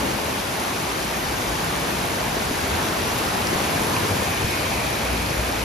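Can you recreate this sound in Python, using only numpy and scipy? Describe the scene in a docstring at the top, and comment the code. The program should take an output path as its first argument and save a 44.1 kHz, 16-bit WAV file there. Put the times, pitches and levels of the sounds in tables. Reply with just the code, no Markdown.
"""Van wading through a flooded road

Muddy floodwater rushes, churns and gurgles over the asphalt while dense rain hisses and a few drops tick
close by. A van wades through: its bow wave swells the water, its tyres throw up spray, its engine drones
as it slows alongside, and a backwash follows. The water is patchy noise plus the damped rings of bubbles
and drops; the engine is a few wavering harmonics. Heard through a phone's two closely spaced microphones."""
import sys
import numpy as np
from scipy import signal
from scipy.fft import rfft, irfft, next_fast_len
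from scipy.io import wavfile
from scipy.ndimage import uniform_filter1d, map_coordinates

SR = 44100
rng = np.random.default_rng(int(sys.argv[2]) if len(sys.argv) > 2 else 0)


def put_to_file(sound):
    """Save the sound as 16-bit audio at rate SR, in the file named by the first command-line argument."""
    columns = np.atleast_2d(sound).T  # one column per channel
    safe = np.clip(columns, -1, 1)
    whole_steps = np.round(safe * 32767)
    wavfile.write(sys.argv[1], SR, whole_steps.astype(np.int16))


N = 248706
BOW_WAVE_S = 3.92  # the van's bow wave is closest


def amp(db):
    """Decibels to gain."""
    return 10 ** (np.asarray(db) / 20)


def unit(x):
    """Scaled to rms 1."""
    return x / np.sqrt(np.mean(x ** 2) + 1e-20)


def along(points, hz):
    """Each column of a frequency table, read on a log axis."""
    freqs, *columns = np.transpose(points)
    return [np.interp(np.log(hz + 1), np.log(freqs + 1), column) for column in columns]


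def wobble(rate):
    """A smooth random curve, rate knots a second."""
    return map_coordinates(rng.standard_normal(int(N * rate / SR) + 4), [np.arange(N) * rate / SR])


def swell(at_s, half_s):
    """A smooth hump of height 1 around at_s."""
    return np.exp(-((np.arange(N) / SR - at_s) / half_s) ** 2)


def nearness(closest_s, come_s, go_s):
    """Gain of a passing source, 1 / distance: 1 at its closest, 3 dB less come_s before and go_s after."""
    t = np.arange(N) / SR - closest_s
    return 1 / np.hypot(1, t / np.where(t < 0, come_s, go_s))


def filtered(x, response):
    """Shapes x with a complex frequency response."""
    size = next_fast_len(N + 8192)
    return irfft(rfft(x, size) * response(np.fft.rfftfreq(size, 1 / SR)), size)[..., :N]


def patchy(depth_db):
    """Two unrelated noises whose loudness drifts in patches of time and frequency."""
    noise = signal.stft(rng.standard_normal((2, N)), nperseg=512)[2]
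    patches = uniform_filter1d(rng.standard_normal(noise.shape[1:]), size=4, axis=0)
    patches = uniform_filter1d(patches, size=12, axis=1)
    return unit(signal.istft(noise * amp(depth_db * unit(patches)), nperseg=512)[1][:, :N])


def grains(count, low_hz, high_hz, cycles, glide, spread_db, samples):
    """Two unrelated streams of damped rings that glide up as they die; spread_db makes a few stand out."""
    when, pitch, weight, side = rng.random((count, 4)).T[:, :, None]
    hz = low_hz * (high_hz / low_hz) ** pitch
    turns = hz * np.arange(samples) / SR
    age = turns / cycles
    strength = amp(-spread_db * np.log(weight + .01)) * hz
    ring = strength * np.exp(-3 * age) * np.sin(2 * np.pi * turns * (1 + glide * age / 2))
    at = (when * N).astype(int) + np.arange(samples) + (side > .5) * (N + samples)
    return unit(np.bincount(at.ravel(), ring.ravel(), 2 * (N + samples)).reshape(2, -1)[:, :N])


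def surround(streams, spectrum):
    """Colours two unrelated streams and spreads them over the microphone pair; rms 1."""
    # stereo image of the pair: (frequency [Hz], left-right likeness [0-1], left over right [dB])
    image = [(60, .97, 1.5), (180, .92, 1.8), (320, .76, 1.5), (540, .24, 2.2), (950, .26, -.1),
             (1600, .02, -.8), (2400, .55, 0), (3100, .35, 1.8), (4800, .52, 4.8), (7000, .72, 1),
             (8200, .92, 0), (10000, .85, 0), (15000, .92, 0)]
    # phase between left and right, swinging round in the treble: (frequency [Hz], left lead [rad])
    lead = [(20, 0), (2000, 0), (3000, .4), (5000, .5), (6200, -.6), (8200, -3.1), (11700, -6.3),
            (15500, -9.8)]
    width = lambda hz: np.arccos(np.clip(along(image, hz)[0], -1, 1)) / 2
    colour = lambda hz: amp(along(spectrum, hz)[0]) * [np.cos(width(hz)), np.sin(width(hz))]
    mid, side = filtered(streams, colour)
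    half = np.array([[.5], [-.5]])
    mics = lambda hz: amp(half * along(image, hz)[1]) * np.exp(1j * half * along(lead, hz)[0])
    return unit(filtered(np.array([mid + side, mid - side]), mics))


def just_left(mono):
    """Pans a sound slightly left of centre."""
    return mono * amp([[.7], [-.7]])


def flood():
    """Turbulent water: a deep rumble under churning and a bubbly rush, which the bow wave swells."""
    # colours of the three water layers: (frequency [Hz], level [dB])
    rumble_eq = [(15, -40), (30, -14), (42, -4), (60, 6), (80, -3), (110, -25), (250, -52)]
    churn_eq = [(45, -45), (80, -0.5), (105, -2), (140, -.5), (220, -0.2), (360, -3), (500, -6),
                (1000, -15), (3000, -41)]
    rush_eq = [(150, -48), (330, -2), (500, -2.5), (640, -0.3), (780, -0.7), (920, -0.5), (1120, -2.5),
               (1280, -4), (1700, -4.5), (2000, -7.5), (2400, -9.5), (2900, -11.5), (7000, -24)]
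    # surges of the current: (time [s], churn boost [dB], rush boost [dB], half length [s])
    surges = [(.05, 3.5, 1.2, 0.24), (1.837, 1.5, 1, 0.42), (2.82, 0.5, 1.5, 0.15), (3.55, 1.5, .5, 0.083),
              (4.09, 2, 1, 0.18)]
    churn_surge_db = sum(db * swell(s, half_s) for s, db, _, half_s in surges)
    rush_surge_db = sum(db * swell(s, half_s) for s, _, db, half_s in surges)
    # the low churning is pushed along beside the van, so it lingers
    churn_db = -32 + 3.5 * nearness(3.75, come_s=1.26, go_s=.91) ** 2 + churn_surge_db
    rush_db = -28 + 2.5 * nearness(BOW_WAVE_S, come_s=1.23, go_s=.25) ** 2 + rush_surge_db
    bubbles = grains(4500, low_hz=256.7, high_hz=2796, cycles=22, glide=.054, spread_db=2, samples=1000)
    water = patchy(depth_db=1.16) + amp(-17.5) * bubbles
    rush = amp(rush_db + .33 * wobble(17)) * surround(water, rush_eq)
    churn = amp(churn_db + .39 * wobble(8.8)) * surround(patchy(depth_db=.37), churn_eq)
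    rumble = amp(-41.5 + 1.2 * wobble(2.5)) * surround(rng.standard_normal((2, N)), rumble_eq)
    return rush + churn + rumble


def rain():
    """Far drops merge into a fluttering hiss, nearer ones patter; the bow wave's splashing lifts both."""
    # colour of the rain: (frequency [Hz], level [dB])
    hiss_eq = [(600, -20), (1500, 0), (2400, 3.5), (3100, 2), (4500, -.5), (6000, -1), (8500, -1.5),
               (10000, -2.6), (11700, -5.9), (15500, -7.5)]
    hiss_db = -31 + 2 * nearness(BOW_WAVE_S, come_s=1.36, go_s=.65) ** 2
    patter = grains(9000, low_hz=1960, high_hz=13600, cycles=3.9, glide=.065, spread_db=3.5, samples=128)
    return amp(hiss_db + .26 * wobble(20)) * surround(patchy(depth_db=1) + amp(-8.5) * patter, hiss_eq)


def gurgle():
    """Larger bubbles burst in clusters and give the rush a hollow gurgle."""
    # hollow colour of the bubbles: (frequency [Hz], level [dB])
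    hollow_eq = [(450, -20), (780, 4), (1100, 1.5), (1800, -27)]
    # bubble clusters: (time [s], half length [s], level [dB])
    clusters = [(1.72, .3, -39), (2.4, .2, -53), (3.39, 0.066, -36), (3.9, .4, -48)]
    bubbles = grains(1900, low_hz=739, high_hz=1153, cycles=18, glide=.065, spread_db=0, samples=1400)
    envelope = amp(-43) + sum(amp(db) * swell(s, half_s) for s, half_s, db in clusters)
    return envelope * surround(bubbles, hollow_eq)


def booms(width_hz=43):
    """Deep, toneless swells of low rumble; the last thickens the engine's throb."""
    # swells of low rumble: (time [s], half length [s], level [dB], band centre [Hz])
    low_swells = [(.05, 0.35, -37, 75), (1.38, .25, -40, 58), (1.75, .2, -37, 160), (2.72, .12, -34, 78),
                  (3.17, 0.13, -39, 125), (3.5, 0.049, -35, 109), (4.107, .12, -33.5, 100),
                  (5.31, .06, -33, 125)]
    out = np.zeros(N)
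    for s, half_s, db, centre_hz in low_swells:
        band = lambda hz: 1 / (1 + (2 * (hz - centre_hz) / width_hz) ** 4)
        out += amp(db) * swell(s, half_s) * unit(filtered(rng.standard_normal(N), band))
    return just_left(out)


def near_drops():
    """Each close drop is a plink that builds within a few cycles, with an overtone and a soft spatter."""
    # drops landing: (time [s], level [dB], pitch [Hz], left over right [dB], 60 dB decay [cycles])
    drops = [(.401, -21.5, 5300, 3, 20), (1.325, -22, 4900, 1, 12), (1.484, -22, 5700, 2, 13),
             (2.062, -24, 3600, 2, 13), (2.716, -23, 3950, 2, 14), (2.827, -24, 5300, 1, 10),
             (3.4712, -13.3, 5200, 5, 11), (3.965, -18.5, 2520, 0, 24), (3.9845, -21.5, 11700, 1, 16),
             (4.375, -22.5, 2900, 0, 24), (4.869, -23, 2400, 0, 22), (5.262, -21, 4750, 3, 18),
             (5.306, -24, 12000, 0, 16), (5.594, -23, 2700, 0, 18)]
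    out, t = np.zeros((2, N + SR)), np.arange(SR // 20) / SR
    for s, db, hz, pan_db, cycles in drops:
        envelope = (1 - np.exp(-t * hz / 2)) * amp(-60 * t * hz / cycles)
        tone = np.sin(2 * np.pi * hz * t) + amp(-9) * np.sin(4 * np.pi * hz * t)
        tick = envelope / envelope.max() * tone
        spatter = rng.standard_normal(len(t)) * (amp(-15 - 60 * t / .003) + amp(-23 - 60 * t / .03))
        gains = amp(db + np.array([[pan_db], [-pan_db]]) / 2)
        out[:, round(s * SR):][:, :len(t)] += gains * (tick + spatter)
    wet_contact = signal.butter(4, [1500, 13000], "bandpass", fs=SR, output="sos")
    return signal.sosfilt(wet_contact, out[:, :N])


def sloshes(attack_s=.00045, decay_s=.03):
    """A wave slaps over and traps a pocket of air, which rings for a few cycles, rising in pitch."""
    # wave slaps: (time [s], level [dB], starting pitch [Hz])
    slaps = [(2.368, -15, 402), (2.512, -13, 271), (3.21, -17.5, 437), (3.529, -18, 343), (3.558, -15, 170),
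             (4.226, -16.5, 184), (4.446, -13, 125)]
    out, t = np.zeros(N + SR), np.arange(SR // 12) / SR
    for s, db, hz in slaps:
        envelope = (1 - np.exp(-t / attack_s)) * amp(-60 * t / decay_s)
        gulp = envelope * np.sin(2 * np.pi * hz * t * (1 + 3 * t))
        out[round(s * SR):][:len(t)] += amp(db) * gulp
    return just_left(out[:N])


def mist():
    """The front wheels fling up a fine, bright spray."""
    # airy colour of the mist: (frequency [Hz], level [dB])
    mist_eq = [(3000, -20), (7000, -11), (10000, 7), (12500, -2), (15000, -14)]
    pass_by = amp(-41.5) * nearness(3.88, come_s=.27, go_s=.57) ** 2
    return pass_by * surround(patchy(depth_db=3), mist_eq)


def engine(uneven_db=3):
    """Uneven firings growl as the bonnet goes by, then drone from the rear-facing exhaust and slow."""
    # engine speed: (time [s], firing rate [Hz])
    firing = [(2.7, 69), (4.1, 66), (4.9, 69), (5.25, 57), (5.64, 56)]
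    # throbs of the slowed, labouring engine: (time [s], level [dB])
    throbs = [(5.17, -33), (5.38, -31), (5.61, -25)]
    firing_hz = np.interp(np.arange(N) / SR, *np.transpose(firing))
    phase = 2 * np.pi * np.cumsum(firing_hz * (1 + .0305 * wobble(22))) / SR
    labouring = sum(amp(db) * swell(s, half_s=.062) for s, db in throbs)
    exhaust = amp(-33) * nearness(5.06, come_s=.39, go_s=.2) ** 2 + labouring
    second = amp(-9) * np.sin(2 * phase + .93 * wobble(35))
    third = amp(-16) * np.sin(3 * phase + 1.1 * wobble(35))
    drone = exhaust * unit(amp(uneven_db * wobble(38)) * (np.sin(phase) + second + third))
    # uneven cylinders add a growl on the third shaft order, 1.5 times the firing rate
    bonnet = nearness(4.38, come_s=.29, go_s=.47) * amp(-36 + 2.5 * wobble(30))
    growl = bonnet * unit(np.sin(1.5 * phase + .91 * wobble(40)))
    return just_left(drone + growl)


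def tyre_spray(closest_s=4.67, come_s=.44, go_s=.24):
    """Water thrown up by the tyres: a far fizz that peaks as the wheels go by and leaves a steady wake."""
    # colour of the splashing: (frequency [Hz], level [dB])
    splash_eq = [(900, -13), (1750, -13), (2000, -4), (2250, 3.5), (2500, 0.5), (2750, -11), (4000, -5),
                 (9000, -20)]
    tyres = amp(-33) * nearness(closest_s, come_s, go_s) ** 2
    wake = amp(np.interp(np.arange(N) / SR, [closest_s - come_s, closest_s + go_s], [-42.5, -41]))
    envelope = np.hypot(tyres, wake) * amp(.67 * wobble(9.9))
    return envelope * surround(patchy(depth_db=1.8), splash_eq)


def tread_splatter(start_s=4.16, rise_s=.17, fade_db_per_s=1.5):
    """Water flung from the tyre grooves comes down as a shower of ringing plinks that slowly fades."""
    # colour of the plinks: (frequency [Hz], level [dB])
    plink_eq = [(1500, -15), (2150, -4), (2480, 2), (3200, -12)]
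    t = np.arange(N) / SR - start_s
    shower = np.clip(t / rise_s, 0, 1) * amp(-fade_db_per_s * np.maximum(t, 0))
    plinks = grains(3600, low_hz=2167, high_hz=2590, cycles=62, glide=.03, spread_db=.2, samples=900)
    return amp(-37.5 + .3 * wobble(10)) * shower * surround(plinks, plink_eq)


def backwash(start_s=4.24, rise_s=.41):
    """Behind the van the parted water falls back and washes over the road, full of bubbles."""
    # colour of the wash: (frequency [Hz], level [dB])
    wash_eq = [(80, -14), (135, 12), (200, 1), (300, 10), (420, 5.5), (640, 9), (850, -12), (1150, 1.5),
               (1850, -2), (2350, -1), (2900, -5), (6000, -30)]
    fade_in = np.clip((np.arange(N) / SR - start_s) / rise_s, 0, 1)
    bubbles = grains(3000, low_hz=448, high_hz=2190, cycles=16, glide=.13, spread_db=3.5, samples=800)
    return amp(-34.5) * fade_in * surround(patchy(depth_db=3) + amp(-7.5) * bubbles, wash_eq)


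def scene():
    """A bed of floodwater and rain, with the van passing through it."""
    bed = flood() + gurgle() + booms() + sloshes() + rain() + near_drops()
    van = engine() + tyre_spray() + mist() + tread_splatter() + backwash()
    return bed + van


def record(dry):
    """A steep low-pass removes everything above 14.6 kHz."""
    return filtered(dry, lambda hz: hz < 14600)


dry = scene()
out = record(dry)
put_to_file(out)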